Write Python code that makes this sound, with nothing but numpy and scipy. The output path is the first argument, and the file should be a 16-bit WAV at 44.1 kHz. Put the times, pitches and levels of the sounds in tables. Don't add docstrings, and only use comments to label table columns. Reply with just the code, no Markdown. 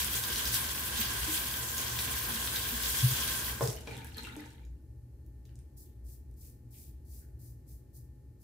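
import sys
import numpy as np
from scipy import signal
from scipy.fft import rfft, irfft
from scipy.io import wavfile

SR = 44100
rng = np.random.default_rng(int(sys.argv[2]) if len(sys.argv) > 2 else 0)


def to_wav(sig):
    pcm = np.clip(np.atleast_2d(sig), -1, 1) * 32767
    pcm = np.round(pcm).astype(np.int16)
    wavfile.write(sys.argv[1], SR, pcm.T)


N = 371763
TIME = np.arange(N) / SR
HZ = np.fft.rfftfreq(N, 1 / SR) + 1e-3
EARS = np.array([[1], [-1]])

# time in seconds, level in dB.
JET_LEVEL = [(0.0, -38), (0.14, -37.5), (0.53, -33), (0.6, -35), (2.8, -35.5), (2.85, -31), (3.31, -33),
             (3.49, -35), (3.6, -48.5), (3.8, -84)]
# frequency in Hz, relative level in dB per Hz.
WATER_SPECTRUM = [(88, -35), (150, 1.5), (182, 0.5), (649, -6.5), (1040, -2.5), (1240, -7), (1600, -3.5),
                  (2100, -8), (3220, -6), (5360, -6.5), (14200, -1), (16000, -2)]
# frequency in Hz, width in Hz, lift in dB.
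SPOUT_RESONANCES = [(230, 40, 4), (470, 30, 4), (1050, 110, 8), (1580, 170, 9), (3250, 400, 5),
                    (6430, 80, 2.5), (7920, 300, 2), (9370, 90, 3), (10600, 130, 3), (12200, 120, 2),
                    (14000, 180, 5)]
# peak time in seconds, added spray in dB, added spatter in dB.
SURGES = [(0.0, -32, -45), (0.16, -37, -52), (0.39, -51, -50), (0.553, -41, -46.5), (1.015, -52, -42.5),
          (1.345, -42, -49), (1.8, -48.5, -50), (2.66, -59, -51), (2.84, -47, -57), (3.62, -43, -82),
          (3.675, -47, -77)]
SURGE_RISE_DB_PER_S, SURGE_FALL_DB_PER_S = 399, 220.5
FULL_JET_DB = -35.5
SPATTER_DB, SPATTER_FOLLOWS = -46.5, 0.62
SPOUT_DB, SHUT_S, SHUT_DB_PER_S = -44, 3.523, 104

# time in seconds, level in dB.
BACKGROUND_LEVEL = [(0.0, -45.5), (3.87, -46.5), (4.69, -51), (7.47, -50.5), (8.43, -52.5)]
# frequency in Hz, relative level in dB per Hz.
RUMBLE_SPECTRUM = [(20, -24), (32, -18), (42, -23.5), (52, -4), (70, -5.5), (95, -6.5), (130, -5),
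                   (170, -21.5), (240, -19), (330, -18), (450, -28), (640, -35.5), (750, -42), (850, -39.5),
                   (950, -47), (1250, -54)]
# frequency in Hz, relative level in dB per Hz.
HISS_SPECTRUM = [(900, -16), (1400, -6), (2200, -7.5), (3500, -14.5), (4300, -10), (6000, -9.5),
                 (9000, -8.5), (13000, -6.5), (14800, -8), (15800, -18.5)]
RUMBLE_DB, HISS_DB = -3.5, -27
# frequency in Hz, level in dB relative to the background level, spread of the waver in dB.
HUM = [(59.7, -6.5, 6.5), (72.8, -6.5, 3), (118.6, -10, 4.5), (252, -30, 3.5)]
# frequency in Hz, approximate rms level in dB.
MOTOR_TONES = [(839.8, -86), (1080, -98.5), (1798, -91), (4200, -101), (9000, -101), (10800, -101),
               (13200, -100)]

# start in seconds, level in dB, centre in Hz, 60 dB decay in seconds.
SPLASHES = [(0.0463, -23.5, 8040, 0.0062), (0.152, -36, 9000, 0.056), (0.2382, -24.5, 4850, 0.0083),
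            (0.359, -27.5, 4320, 0.015), (0.3952, -32, 2980, 0.011), (0.4543, -28, 4850, 0.026),
            (0.475, -30, 6730, 0.017), (0.542, -27.5, 7700, 0.033), (1.0123, -29.5, 2900, 0.027),
            (1.349, -37, 10900, 0.045), (1.5402, -31.5, 3340, 0.017), (1.78, -29.5, 6300, 0.012),
            (1.989, -28.5, 4120, 0.028), (2.474, -28, 3280, 0.013), (2.56, -27.5, 3780, 0.011),
            (2.834, -32, 3800, 0.051), (2.988, -32, 6480, 0.026), (3.277, -29, 10800, 0.012)]
# start in seconds, peak in dB, frequency in Hz,
# rise in seconds, 60 dB decay in seconds.
BUMPS = [(0.972, -36.5, 228, 0.038, 0.055), (1.274, -36, 312, 0.013, 0.26), (2.34, -44.5, 225, 0.015, 0.24),
         (2.718, -39.5, 236, 0.013, 0.3), (3.019, -16.5, 125.6, 0.034, 0.14), (3.028, -31, 74, 0.031, 0.13),
         (3.089, -27.5, 123, 0.039, 0.08), (3.616, -25.5, 128.5, 0.028, 0.14),
         (3.681, -27.5, 124, 0.011, 0.091), (4.359, -40, 300, 0.016, 0.37)]
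# start in seconds, level in dB.
KNOCKS = [(3.609, -30), (3.874, -45.5), (4.365, -54)]
# frequency in Hz, level in dB relative to the knock, nominal decay in seconds
TAP_MODES = [(408, -8, 0.28), (467, -3, 0.27), (592, 0, 0.045), (642, -17, 0.55), (698, -16.5, 0.24),
             (1016, -1.5, 0.042), (1110, -24, 0.06), (1800, -29, 0.04)]

# start in seconds, level in dB, starting pitch of the bubble in Hz.
DRIPS = [(3.7704, -43.5, 2970), (3.874, -37.5, 2350), (3.91, -42, 2370), (3.9669, -46, 3480),
         (4.018, -48, 2330), (4.047, -47, 1590), (4.1455, -43, 4260), (4.182, -32.5, 4100),
         (4.249, -38, 2640), (4.2712, -41.5, 1390), (4.3082, -46, 1400), (4.418, -47, 1720),
         (4.4407, -51, 1680), (4.633, -62, 2330)]
# start in seconds, level in dB, centre in Hz.
TICKS = [(3.6196, -46, 7500), (3.675, -30, 5430), (3.704, -37, 8210), (3.729, -38, 8840),
         (3.8084, -44, 8300), (3.8713, -45, 6050), (3.968, -46, 8500), (4.0456, -40.5, 10800),
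         (4.0701, -54, 10100), (4.17, -39, 11300), (4.183, -47, 14000), (4.233, -42, 8700),
         (4.27, -46.5, 8640), (4.365, -43.5, 8700), (4.459, -49.5, 6060), (4.505, -52, 6650),
         (4.6505, -58.5, 6330), (5.2635, -61.5, 12870), (5.4535, -58, 5000), (5.4923, -61, 2400),
         (5.556, -55.5, 7620), (5.59, -56, 8900), (6.3124, -62, 10970), (6.3405, -70, 8340)]
TICK_T60_S = .009
# peak time in seconds, gurgle in dB, trickle in dB,
# trickle fading in dB per second.
GULPS = [(3.63, -50, -42, 104), (3.874, -46.5, -57.5, 32), (4.176, -47.5, -58, 49), (4.367, -52, -65.5, 23)]
# frequency in Hz, relative level in dB per Hz.
GURGLE_SPECTRUM = [(120, -26), (200, 0.5), (302, -2), (390, -19), (444, -2.5), (652, -30), (879, -5.5),
                   (1070, -29), (1470, -15), (4200, -18), (6000, -62), (7800, -56), (13200, -120)]
GULP_RISE_DB_PER_S, GURGLE_FALL_DB_PER_S = 500, 30.5
DRY_S, DRY_DB_PER_S = 4.49, 51

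# touch in seconds,
# bite in dB relative to full strength, build-up in seconds, hold in seconds, scrape level in dB.
RAZOR_MOVES = [(5.447, -2, .005, .01, -73), (5.55, -4, 0.018, .03, -84), (5.763, -9, .01, .05, -56),
               (6.039, -13, 0.074, .02, -58), (6.36, -14, 0.067, 0.064, -57),
               (6.704, -10, 0.086, 0.072, -56), (7.046, -17, .11, 0.041, -56.5),
               (7.388, -6, 0.072, .03, -60), (7.664, -10, 0.044, 0.027, -60.5),
               (7.929, -13, 0.033, 0.0092, -58.5), (8.396, -9, .04, .03, -65)]
# frequency in Hz, relative level in dB per Hz.
BLADE_SPECTRUM = [(1470, -39), (2500, -29), (3720, -15), (4580, -6), (7080, -4), (8530, -2), (12500, 1),
                  (15200, 2), (16000, -9.5)]
# peak time in seconds, level in dB, centre in Hz.
RASPS = [(5.454, -84, 3400), (5.49, -80, 1800), (5.59, -87, 2500), (5.86, -84, 3400), (6.09, -87, 2480),
         (6.43, -79.5, 2480), (6.745, -71.5, 2600), (6.85, -88, 3600), (7.13, -84, 2400),
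         (7.225, -77, 1500), (7.42, -92, 2470), (7.7, -90, 2500)]
TOUCH_S = 0.0056
SAG_DB_PER_S, LIFT_DB_PER_S = 45, 200
RASP_RISE_DB_PER_S, RASP_FALL_DB_PER_S = 900, 110
RASP_WIDTH = .2

# frequency in Hz, likeness from 0 to 1.
LIKENESS = [(60, 1), (200, 0.89), (380, 0.83), (700, 0.063), (1290, 0.23), (2400, 0.11), (8000, 0.0)]
# frequency in Hz, left minus right in dB.
SINK_BALANCE = [(60, 7), (250, 1.5), (600, -0.9), (1400, -0.8), (2800, 2.5), (5600, -2), (10000, 1.3),
                (14000, 1)]
ROOM_LEFT_DB = 1.06
ROOM_T60_S, ROOM_DB = .25, 1
CUTOFF_HZ = 16000


def from_db(db):
    return 10 ** (np.asarray(db) / 20)


def rms_one(x):
    return x / np.sqrt(np.mean(x ** 2) + 1e-20)


def in_time(rows):
    s, db = np.transpose(rows)
    return np.interp(TIME, s, db, left=-120, right=-120)


def at_hz(points, hz):
    point_hz, value = np.transpose(points)
    return np.interp(np.log(hz), np.log(point_hz), value)


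def colour(x, gain):
    return rms_one(irfft(rfft(x) * gain, N))


def drift(rate_hz):
    return colour(rng.standard_normal(N), 1 / (1 + (HZ / rate_hz) ** 2) * (HZ > .3))


def swell(s, db, rise_db_per_s, fall_db_per_s):
    return from_db(db - np.maximum(rise_db_per_s * (s - TIME), fall_db_per_s * (TIME - s)))


def stereo_noise():
    mid, side = rfft(rng.standard_normal((2, N)))
    alike = np.clip(at_hz(LIKENESS, HZ), 0, 1)
    return irfft(np.sqrt(1 + alike) * mid + np.sqrt(1 - alike) * side * EARS, N)


def grains(per_s, spread_db):
    born = rng.random((2, N)) < per_s / SR
    size_db = spread_db * np.minimum(rng.exponential(1, (2, N)), 5)
    return born * from_db(size_db) * rng.choice([-1, 1], (2, N))


def droplets(per_s, spread_db, low_hz, high_hz, cycles):
    clicks = grains(per_s, spread_db)
    dealt = rng.integers(0, 12, N)
    out = 0
    for k, hz in enumerate(np.geomspace(low_hz, high_hz, 12)):
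        r = from_db(-60 * hz / (cycles * SR))
        w = 2 * np.pi * hz / SR
        ring_in, ring_back = [0, np.sin(w) * np.sqrt(hz)], [1, -2 * r * np.cos(w), r * r]
        out = out + signal.lfilter(ring_in, ring_back, clicks * (dealt == k) + 1e-18)
    return rms_one(out)


def band_noise(noise, hz, q):
    return rms_one(signal.lfilter(*signal.iirpeak(hz, q, fs=SR), noise))


def add(out, s, sound):
    at = int(s * SR)
    out[at:at + len(sound)] += sound[:N - at]


def jet():
    jet_db = in_time(JET_LEVEL)
    spray_gain = from_db(jet_db)
    spatter_gain = from_db(SPATTER_DB + SPATTER_FOLLOWS * (jet_db - FULL_JET_DB))
    for s, spray_db, spatter_db in SURGES:
        spray_gain = spray_gain + swell(s, spray_db, SURGE_RISE_DB_PER_S, SURGE_FALL_DB_PER_S)
        spatter_gain = spatter_gain + swell(s, spatter_db, SURGE_RISE_DB_PER_S, SURGE_FALL_DB_PER_S)
    spout_gain = swell(SHUT_S, SPOUT_DB, 0, SHUT_DB_PER_S)

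    lift_db = sum(db / (1 + (2 * (HZ - hz) / width) ** 2) for hz, width, db in SPOUT_RESONANCES)
    gain = from_db(at_hz(WATER_SPECTRUM, HZ) + lift_db)
    water = stereo_noise() + 0.46 * rms_one(grains(3000, 3.5))
    water += .5 * droplets(1500, 3.37, 2000, 13000, cycles=24.0)

    low, middle = 1 / (1 + (HZ / 2200) ** 8), 1 / (1 + (HZ / 4500) ** 8)
    out = spout_gain * from_db(drift(7.6)) * colour(water, gain * np.sqrt(low))
    spatter = colour(water, gain * np.sqrt((1 - low) * middle))
    out += spatter_gain * from_db(1.3 * drift(27) + 1.5 * drift(1.0)) * spatter

    together, spray = drift(55), 0
    spray_spectrum = rfft(water) * gain * np.sqrt(1 - middle)
    half_octave = np.clip(2 * np.log2(HZ / 5000), 0, 3)
    for k in range(4):
        window = np.clip(1 - np.abs(half_octave - k), 0, 1)
        flicker_db = 0.83 * together + 1.7 * drift(12)
        spray = spray + from_db(flicker_db) * irfft(spray_spectrum * window, N)
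    return out + spray_gain * rms_one(spray)


def wavering(hz, waver_db):
    tone = np.sin(2 * np.pi * (hz * TIME + rng.random()))
    return np.sqrt(2) * from_db(waver_db * drift(4.0)) * tone


def ventilation():
    rumble = from_db(RUMBLE_DB) * colour(stereo_noise(), from_db(at_hz(RUMBLE_SPECTRUM, HZ)) * (HZ < 1300))
    hum = sum(from_db(db) * wavering(hz, waver_db) for hz, db, waver_db in HUM)
    hiss = from_db(HISS_DB) * colour(stereo_noise(), from_db(at_hz(HISS_SPECTRUM, HZ)) * (HZ > 900))
    tones = sum(from_db(db) * wavering(hz, 1.1) for hz, db in MOTOR_TONES)
    return from_db(in_time(BACKGROUND_LEVEL)) * (rumble + hum + hiss) + tones


def splashes():
    out, t = np.zeros(N), np.arange(SR // 8) / SR
    for s, db, hz, t60 in SPLASHES:
        noise = rng.standard_normal(len(t))
        burst = band_noise(noise, hz, 2.5) + 0.53 * np.diff(noise, prepend=0)
        add(out, s, from_db(db - 60 * t / t60) * burst)
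    return out


def bumps():
    out, t = np.zeros(N), np.arange(SR // 2) / SR
    for s, db, hz, rise, t60 in BUMPS:
        onset = np.sin(np.pi / 2 * np.minimum(t / rise, 1)) ** 2
        decay = from_db(-60 * np.maximum(t - rise, 0) / t60)
        add(out, s, from_db(db) * onset * decay * np.sin(2 * np.pi * hz * t))
    return out


def tap():
    out, t = np.zeros(N), np.arange(SR // 2) / SR
    for s, db in KNOCKS:
        for hz, level_db, t60 in TAP_MODES:
            clean = np.sin(2 * np.pi * hz * t) * from_db(-60 * t / (0.8 * t60))
            rattle = band_noise(rng.standard_normal(len(t)), hz, 5.5) * from_db(-60 * t / (1.77 * t60))
            add(out, s, from_db(db + level_db) * (clean + .5 * rattle))
    return out


def drips_and_ticks():
    out, t = np.zeros(N), np.arange(SR // 20) / SR
    for s, db, hz in DRIPS:
        t60 = 0.0063 + 44.0 / hz
        plop = band_noise(rng.standard_normal(len(t)), hz, 1.5)
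        bubble = np.sin(2 * np.pi * hz * t * (1 + 0.07 * np.minimum(t / t60, 1)))
        add(out, s, from_db(db - 60 * t / t60) * (bubble + 0.4 * plop))
    for s, db, hz in TICKS:
        noise = rng.standard_normal(len(t))
        snap = band_noise(noise, hz, 2.2) + 0.071 * np.diff(noise, 2, prepend=[0, 0])
        add(out, s, from_db(db - 60 * t / TICK_T60_S) * snap)
    return out


def drain():
    wet = swell(DRY_S, 0, 0, DRY_DB_PER_S) ** (1 + np.maximum(TIME - DRY_S, 0))
    gurgles = [swell(s, db, GULP_RISE_DB_PER_S, GURGLE_FALL_DB_PER_S) for s, db, _, _ in GULPS]
    trickles = [swell(s, db, GULP_RISE_DB_PER_S, fall) for s, _, db, fall in GULPS]
    gurgle_gain, trickle_gain = np.max(gurgles, axis=0), np.max(trickles, axis=0)

    lumps = stereo_noise() + 0.72 * droplets(300, 2.8, 791, 4430, cycles=81.0)
    lumps += .5 * droplets(400, 4.5, 1140, 6000, cycles=8.0)
    gurgle = colour(lumps, from_db(at_hz(GURGLE_SPECTRUM, HZ)) * (HZ < 7000))

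    hiss = colour(stereo_noise(), 1 / np.sqrt(1 + (4500 / HZ) ** 6) / np.sqrt(1 + (HZ / 9000) ** 2))
    trickle = hiss + droplets(250, 3.0, 4700, 13000, cycles=30.0)
    trickle += 0.43 * droplets(77, 6.7, 2800, 17000, cycles=3.0)

    gurgle = gurgle_gain * from_db(1.1 * drift(22)) * gurgle
    trickle = trickle_gain * from_db(1.4 * drift(27)) * trickle
    return wet * (gurgle + trickle)


def razor_move(touch, bite_db, build, hold, db):
    full = touch + TOUCH_S + build
    rising = bite_db * np.clip((full - TIME) / build, 0, 1) ** 2
    falling = SAG_DB_PER_S * np.clip(TIME - full, 0, hold) + LIFT_DB_PER_S * np.maximum(TIME - full - hold, 0)
    return np.clip((TIME - touch) / TOUCH_S, 0, 1) * from_db(db + rising - falling)


def razor():
    snaps = 0.85 * rms_one(grains(2400, 3.7)) + stereo_noise()
    scrape = colour(snaps, from_db(at_hz(BLADE_SPECTRUM, HZ)) / np.sqrt(1 + (3500 / HZ) ** 8))
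    rasp = 0
    for hz in (1600, 2400, 3400):
        band_gain = 0
        for s, db, centre in RASPS:
            nearness = np.exp(-(np.log(centre / hz) / 0.36) ** 2)
            band_gain = band_gain + nearness * swell(s, db, RASP_RISE_DB_PER_S, RASP_FALL_DB_PER_S)
        rasp = rasp + band_gain * colour(snaps, np.exp(-(np.log(HZ / hz) / RASP_WIDTH) ** 2))
    scrape_gain = sum(razor_move(*row) for row in RAZOR_MOVES)
    return scrape_gain * from_db(0.82 * drift(45)) * scrape + from_db(1.3 * drift(30)) * rasp


def bathroom(x):
    t = np.arange(int(.6 * SR)) / SR
    tail = rng.standard_normal((2, len(t))) * from_db(-60 * t / ROOM_T60_S) * (t > .003)
    tail *= from_db(ROOM_DB) / np.sqrt(np.sum(tail ** 2, axis=1, keepdims=True))
    return x + signal.fftconvolve(x[None], tail, axes=1)[:, :N]


def scene():
    sink = jet() + drain() + bathroom(splashes() + drips_and_ticks() + tap())
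    balance = from_db(at_hz(SINK_BALANCE, HZ) / 2 * EARS)
    bass_cut = 1 / np.sqrt(1 + (150 / HZ) ** 4)
    sink = irfft(rfft(sink) * balance * bass_cut, N)
    return sink + from_db(ROOM_LEFT_DB / 2 * EARS) * (bumps() + razor() + ventilation())


def record(dry):
    return signal.sosfilt(signal.cheby2(20, 60, CUTOFF_HZ, fs=SR, output="sos"), dry)


dry = scene()
out = record(dry)
to_wav(out)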